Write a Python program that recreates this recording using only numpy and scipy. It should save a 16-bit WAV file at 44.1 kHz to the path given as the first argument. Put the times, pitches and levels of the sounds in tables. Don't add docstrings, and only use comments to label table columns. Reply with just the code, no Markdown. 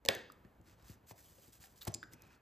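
import sys
import numpy as np
from scipy import signal
from scipy.fft import rfft, irfft, next_fast_len
from scipy.io import wavfile
from scipy.ndimage import map_coordinates

SR = 44100
rng = np.random.default_rng(int(sys.argv[2]) if len(sys.argv) > 2 else 0)


def master_out(mix):
    frames = np.transpose(np.atleast_2d(mix))
    ceiling = np.clip(frames, -1, 1)
    pcm = np.round(ceiling * 32767).astype(np.int16)
    wavfile.write(sys.argv[1], SR, pcm)


def volts_from_db(level):
    exponent = np.asarray(level, float) / 20
    return 10 ** exponent


N = 106457
T = np.arange(N) / SR


def unit(x):
    return x / np.sqrt(np.mean(x ** 2) + 1e-20)


def along(points, hz):
    f, v = np.transpose(points)
    return np.interp(np.log(hz + 1), np.log(f + 1), v)


def wobble(rate):
    return map_coordinates(rng.standard_normal(2000), [T * rate], mode="wrap")


def filtered(x, response):
    m = next_fast_len(x.shape[-1] + SR // 2)
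    spectrum = rfft(x, m) * response(np.fft.rfftfreq(m, 1 / SR))
    return irfft(spectrum, m)[..., :x.shape[-1]]


def resonance(hz, width_hz):
    return lambda f: (1j * f * width_hz / (hz * hz - f * f + 1j * f * width_hz)) ** 2


def add(track, s, x):
    part = track[max(round(s * SR), 0):][:len(x)]
    part += x[:len(part)]


def ring(modes, rise_s, tilt_db, scatter_db):
    t = T[:SR // 2]
    out = np.zeros(len(t))
    for hz, db, t60 in modes:
        level_db = db + tilt_db * np.log2(hz / 200) + scatter_db * rng.normal()
        out += volts_from_db(level_db - 60 * t / t60) * np.sin(2 * np.pi * hz * t)
    return (1 - np.exp(-t / rise_s)) * out


def stroke(length, peak, colour):
    swish = unit(filtered(rng.standard_normal(SR // 2), colour))
    swell = np.interp(T[:SR // 2] / length, [0, np.clip(peak, .05, .95), 1], [0, 1, 0])
    return swish * swell ** 0.9


# f/Hz, likeness [1 = same]
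LIKENESS = [(60, 1), (300, 0.92), (700, 0.5), (1400, 0.55), (2300, 1), (4500, 1), (8500, 0.97), (15000, 1)]


def pair(spectrum):
    def response(f):
        turn = np.arccos(np.clip(along(LIKENESS, f), -1, 1)) / 2
        return volts_from_db(along(spectrum, f)) * [np.cos(turn), np.sin(turn)]
    return response


def beside(x, lag_s):
    later = np.roll(x, round(lag_s * SR))
    mid, side = filtered(np.array([x, later]), pair([(1, 0.0054)]))
    return np.array([mid + side, mid - side])


# f/Hz, level/dB per Hz
AIR_COLOUR = [(18, -27.5), (55, 1.5), (130, -4.5), (300, -10.5), (900, -15.5), (2200, -26), (5000, -39),
              (16000, -41.5)]
# t/s, level/dB
AIR_LEVEL = [(0, -76), (.06, -67), (.3, -67.5), (1.05, -68), (1.6, -67), (1.78, -69), (2.1, -65),
             (2.41, -66.5)]


def air():
    mid, side = filtered(rng.standard_normal((2, N)), pair(AIR_COLOUR))
    sway_db = 1.6 * wobble(9.1) + 1.4 * wobble(38)
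    level_db = np.interp(T, *np.transpose(AIR_LEVEL)) + sway_db
    return unit(np.array([mid + side, mid - side])) * volts_from_db(level_db)


# t/s, peak level/dB, ring f/Hz, t60/s, hiss level/dB
TICKS = [(0.0512, -37.5, 2170, 0.0052, 15), (0.0596, -40, 2900, 0.031, 10), (0.1502, -31, 6160, 0.016, 0),
         (0.3, -43, 1262, 0.04, -24.5), (0.3204, -56.5, 7650, 0.048, 11.5), (0.4482, -54, 1796, 0.027, -8),
         (0.825, -60, 5370, 0.028, 3), (0.895, -49.5, 2500, 0.0047, -15.5), (1.8702, -50, 3000, 0.013, 10),
         (1.112, -48, 980, 0.0052, 12), (1.384, -50, 550, 0.025, -5.5), (0.614, -64.5, 7060, 0.0073, 7.5),
         (1.639, -50, 1800, 0.056, 1.5), (1.851, -49.5, 7550, 0.019, 12.5), (1.92, -59, 6900, 0.0081, 12.5),
         (1.9409, -24.5, 7050, .02, -24.5), (1.9409, -30, 4880, 0.097, -21), (2.0291, -36, 1536, 0.15, -14),
         (2.036, -45.5, 1700, 0.042, -8), (2.1347, -47.5, 6530, 0.0074, 10), (2.136, -52.5, 2024, 0.03, -3),
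         (2.2208, -47.5, 5480, 0.0091, 7.5), (2.268, -61, 7460, 0.0076, 4),
         (2.277, -62.5, 7550, 0.008, 3.5)]
RING_CYCLES = 45


def ticks():
    out, t = np.zeros(N), T[:SR // 10]
    for s, db, hz, t60, hiss_db in TICKS:
        a, b = rng.standard_normal((2, len(t)))
        crack = volts_from_db(-60 * t / t60) * (1 - np.exp(-t / .0003))
        body = unit(filtered(a, resonance(hz, hz / 3.5)))
        tone = crack * volts_from_db(-60 * t * hz / RING_CYCLES) * (np.sin(2 * np.pi * hz * t) + 0.5 * body)
        hiss = unit(filtered(b, resonance(np.sqrt(hz * 8000), 2.6 * hz + 1200)))
        add(out, s, volts_from_db(db) * (tone + volts_from_db(hiss_db - 5.5 - 60 * t / 0.018) * crack * hiss))
    return out


# t/s, peak level/dB, first f/Hz, last f/Hz, t60/s
KNOCKS = [(.0515, -39, 617, 459, 0.044), (.0525, -47.5, 260, 233, 0.074), (.060, -38, 555, 460, 0.053),
          (.061, -43, 900, 820, .03), (.052, -50, 2030, 2000, .02), (.089, -31.5, 604, 438, .035),
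          (.449, -49, 327, 120, 0.037), (0.8974, -44.5, 329.5, 55, 0.095), (1.111, -53, 401, 70.2, 0.059),
          (1.870, -37.5, 1112, 300, .04), (1.870, -40, 6800, 6470, 0.0073),
          (2.0296, -48, 3630, 3600, 0.011), (2.0293, -53, 5000, 5000, .01), (2.036, -49, 3700, 3700, 0.011),
          (2.036, -50, 4900, 4900, 0.011), (2.138, -51.5, 333, 228, 0.066), (.3, -57.5, 4780, 4750, .02),
          (.455, -62, 1852, 1793, 0.028), (.68, -57.5, 340, 320, 0.068), (2.035, -54, 332, 300, 0.077),
          (1.64, -57.5, 775, 759, .07)]
SINK_S, KNOCK_RISE_S = .006, .0008


def knocks():
    out, t = np.zeros(N), T[:SR // 5]
    for s, db, first_hz, last_hz, t60 in KNOCKS:
        turns = last_hz * t + (first_hz - last_hz) * SINK_S * (1 - np.exp(-t / SINK_S))
        swell = 1 - np.exp(-t / KNOCK_RISE_S)
        add(out, s, volts_from_db(db - 60 * t / t60) * swell * np.sin(2 * np.pi * turns))
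    return out


# f/Hz, level/dB, t60/s
TOOL = [(550, -14, 0.025), (1092, -15.5, 0.013), (1918, -10.5, 0.017), (2236, -10.5, 0.021),
        (2780, -9, .012), (3615, 7.5, 0.004), (4710, -10.5, 0.01), (6400, -19, .008), (7900, -17, .008),
        (8510, -15.5, 0.0098), (10900, -18, 0.0033), (13860, -23.5, .008)]
# f/Hz, width/Hz, level/dB
BLOW = [(500, 740, 1.5), (1750, 290, 4.5), (2300, 1200, -4), (3500, 3000, -10)]
SNAP_S, SNAP_DB, SNAP_RISE_S = .0870, -10.5, 0.00024
SCRAPE_S, SCRAPE_HZ, SCRAPE_DB = .008, 1800, -41
CRACK_DB, CRACK_S = -3, 0.0056


def snap():
    near, blow = np.zeros((2, N))
    t = T[:round(SCRAPE_S * SR)]
    add(near, SNAP_S - SCRAPE_S, volts_from_db(SCRAPE_DB) * t / SCRAPE_S * np.sin(2 * np.pi * SCRAPE_HZ * t))
    t = T[:SR // 2]
    crack = unit(filtered(rng.standard_normal(len(t)), resonance(2600, 4000)))
    crack = crack * volts_from_db(CRACK_DB - 60 * t / CRACK_S) * (1 - np.exp(-t / SNAP_RISE_S))
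    add(near, SNAP_S, volts_from_db(SNAP_DB) * ring(TOOL, SNAP_RISE_S, 0, scatter_db=0.5))
    add(near, SNAP_S, volts_from_db(SNAP_DB) * crack)

    def blow_colour(f):
        return sum(volts_from_db(db) * 1j * f * w / (c * c - f * f + 1j * f * w) for c, w, db in BLOW)
    blow[round(SNAP_S * SR)] = 4 * volts_from_db(SNAP_DB)
    return near, filtered(blow, blow_colour)


# t/s, length/s, level/dB, f/Hz, width/Hz
SCRAPES = [(1.176, 0.033, -72.5, 1750, 500), (1.236, 0.078, -76, 3110, 500),
           (1.427, 0.025, -73.5, 3100, 398), (1.607, 0.034, -75, 1800, 295),
           (1.809, 0.027, -53.5, 3800, 919), (1.817, 0.025, -58, 14200, 1520),
           (1.87, 0.014, -43.5, 1030, 678), (1.928, 0.013, -62.5, 5900, 500),
           (1.943, 0.0061, -53.5, 2480, 500), (1.943, 0.0072, -42, 4940, 800),
           (1.9433, 0.007, -38, 7270, 1510), (1.109, 0.0045, -45.5, 677, 708),
           (.088, 0.0081, -27, 550, 303)]
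# t/s, length/s, level/dB, peak at share of length, tilt/dB per octave
STROKES = [(0.636, 0.13, -68, 0.41, -2.5), (0.755, 0.14, -72, 0.31, -4), (0.824, 0.14, -63.5, 0.57, 0.5),
           (1.06, 0.071, -58, 0.68, 2), (1.138, 0.43, -65.5, 0.13, 3), (1.369, 0.16, -65, 0.45, 2),
           (1.52, 0.088, -62, 0.085, 2), (1.595, 0.099, -60, 0.32, 1), (1.67, 0.1, -70.5, 0.36, 2),
           (1.751, 0.078, -66, 0.24, 1.5), (1.808, 0.051, -56.5, 0.15, 0), (1.869, .017, -40, 0.65, -0.5),
           (1.844, 0.079, -62, 0.17, -4.5), (2.108, 0.039, -61.5, 0.86, 1), (2.147, 0.24, -70, 0.41, -5.5),
           (2.297, 0.086, -70, 0.33, -3.5)]
# f/Hz, level/dB per Hz
FELT_COLOUR = [(150, -19.5), (600, -7), (1500, 1), (3000, -2.5), (6000, -0.5), (9000, -1.5), (12500, -9),
               (17000, -7)]
FIBRE_DB, FIBRES_PER_S = 2.2, 420


def felt():
    out = np.zeros(N)
    for s, length, db, peak, tilt_db in STROKES:
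        def colour(f):
            return volts_from_db(along(FELT_COLOUR, f) + tilt_db * np.log2(f / 5000 + 0.017))
        add(out, s, volts_from_db(db) * stroke(length, peak, colour))
    for s, length, db, hz, width_hz in SCRAPES:
        add(out, s, volts_from_db(db) * stroke(length, .4, resonance(hz, 1.2 * width_hz)))
    return out * volts_from_db(FIBRE_DB * wobble(FIBRES_PER_S) + 0.5 * wobble(44.89))


# t/s, peak level/dB, brightness/dB per octave
THUMPS = [(0.0886, -32, 6.5), (0.452, -51.5, 4.5), (.6, -51, 2.5), (.903, -51.5, -0.5), (1.113, -52.5, -1),
          (1.38, -56, -3), (1.6, -55, -1), (1.871, -41.5, 14), (1.879, -30, 0.5), (2.138, -53.5, -3.5),
          (0.164, -53, -2.5), (1.481, -52, 3), (1.948, -44.5, 7)]
# f/Hz, level/dB, t60/s
TABLE = [(74.8, -10, 0.098), (109.2, 7, 0.068), (155, -2, 0.11), (212.6, -2.5, 0.081), (334, -2.5, 0.052),
         (436, -10, 0.042), (516, -15, .04), (767, -18, 0.032)]
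TABLE_CUT_HZ = 60


def thumps():
    out = np.zeros(N)
    for s, db, tilt_db in THUMPS:
        add(out, s, volts_from_db(db - 3.5) * ring(TABLE, 0.0019, tilt_db, scatter_db=1.0))
    return filtered(out, lambda f: (1j * f / (TABLE_CUT_HZ + 1j * f)) ** 2)


# t/s, length/s, level/dB, f/Hz, width/Hz
HUMS = [
    (2.1, 0.38, -74.5, 2500, 320),
    (2.25, 0.22, -74, 1500, 600),
    (1.95, 0.17, -72.5, 4900, 500),
    (1.95, 0.12, -77, 7300, 500),
]


def hums():
    out = np.zeros(N)
    for s, length, db, hz, width_hz in HUMS:
        add(out, s, volts_from_db(db) * stroke(length, 0.28, resonance(hz, width_hz)))
    return out


# f/Hz, t60/s
ROOM_T60 = [(100, 0.96), (500, 0.35), (2000, 0.46), (6000, 0.4), (14000, 0.23)]
# f/Hz, level/dB
ROOM_COLOUR = [(60, -10), (500, 5), (1600, 1), (2500, -2), (5000, -4), (8000, -8), (15000, -8)]
ROOM_GAP_S = 0.0046


def room(x):
    hz, t, z = signal.stft(rng.standard_normal((2, SR // 2)), SR, nperseg=256)
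    decay = volts_from_db(-60 * t / along(ROOM_T60, hz)[:, None])
    tail = signal.istft(z * decay, SR, nperseg=256)[1]
    mid, side = filtered(tail / np.linalg.norm(tail[0]), pair(ROOM_COLOUR))
    late = np.pad(x, (round(ROOM_GAP_S * SR), 0))
    return signal.fftconvolve(late[None], [mid + side, mid - side], axes=1)[:, :N]


SHEET_WIDTH_S, BOUNCE_S = .009, .0002
ROOM_DB, TAP_ROOM_DB, SNAP_ROOM_DB, RING_IN_ROOM_DB = -10.5, -1, -4.5, -14


def scene():
    sheet = felt()
    taps = ticks() + thumps() + knocks()
    tone, blow = snap()
    direct = beside(sheet, SHEET_WIDTH_S) + beside(taps + tone, BOUNCE_S)
    hands_in_room = volts_from_db(ROOM_DB) * room(sheet + volts_from_db(TAP_ROOM_DB) * taps)
    tool_in_room = volts_from_db(SNAP_ROOM_DB) * room(blow + volts_from_db(RING_IN_ROOM_DB) * tone)
    return direct + hands_in_room + tool_in_room + air() + beside(hums(), SHEET_WIDTH_S)


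def roll_off(x):
    return signal.sosfilt(signal.butter(12, 16550, fs=SR, output="sos"), x)


# f/Hz, lead of the right/radians
RIGHT_LEADS = [(0, 0.24), (1400, 0.51), (2100, -1.2), (3000, -0.35), (4600, -0.66), (5500, 1), (6900, 0),
               (9800, np.pi), (13050, 2 * np.pi), (15700, 3 * np.pi), (16500, 3 * np.pi)]
PORT_HZ, PORT_WIDTH_HZ, PORT_DB, TOP_HZ = 13880, 4300, 5.5, 15800


def record(dry):
    def port(f):
        peak = volts_from_db(PORT_DB * np.exp(-((f - PORT_HZ) / PORT_WIDTH_HZ) ** 2))
        lead = np.interp(f, *np.transpose(RIGHT_LEADS))
        return peak / (1 + (f / TOP_HZ) ** 40) * np.exp(.5j * np.outer([-1, 1], lead))
    return roll_off(filtered(dry, port))


dry = scene()
out = record(dry)
master_out(out)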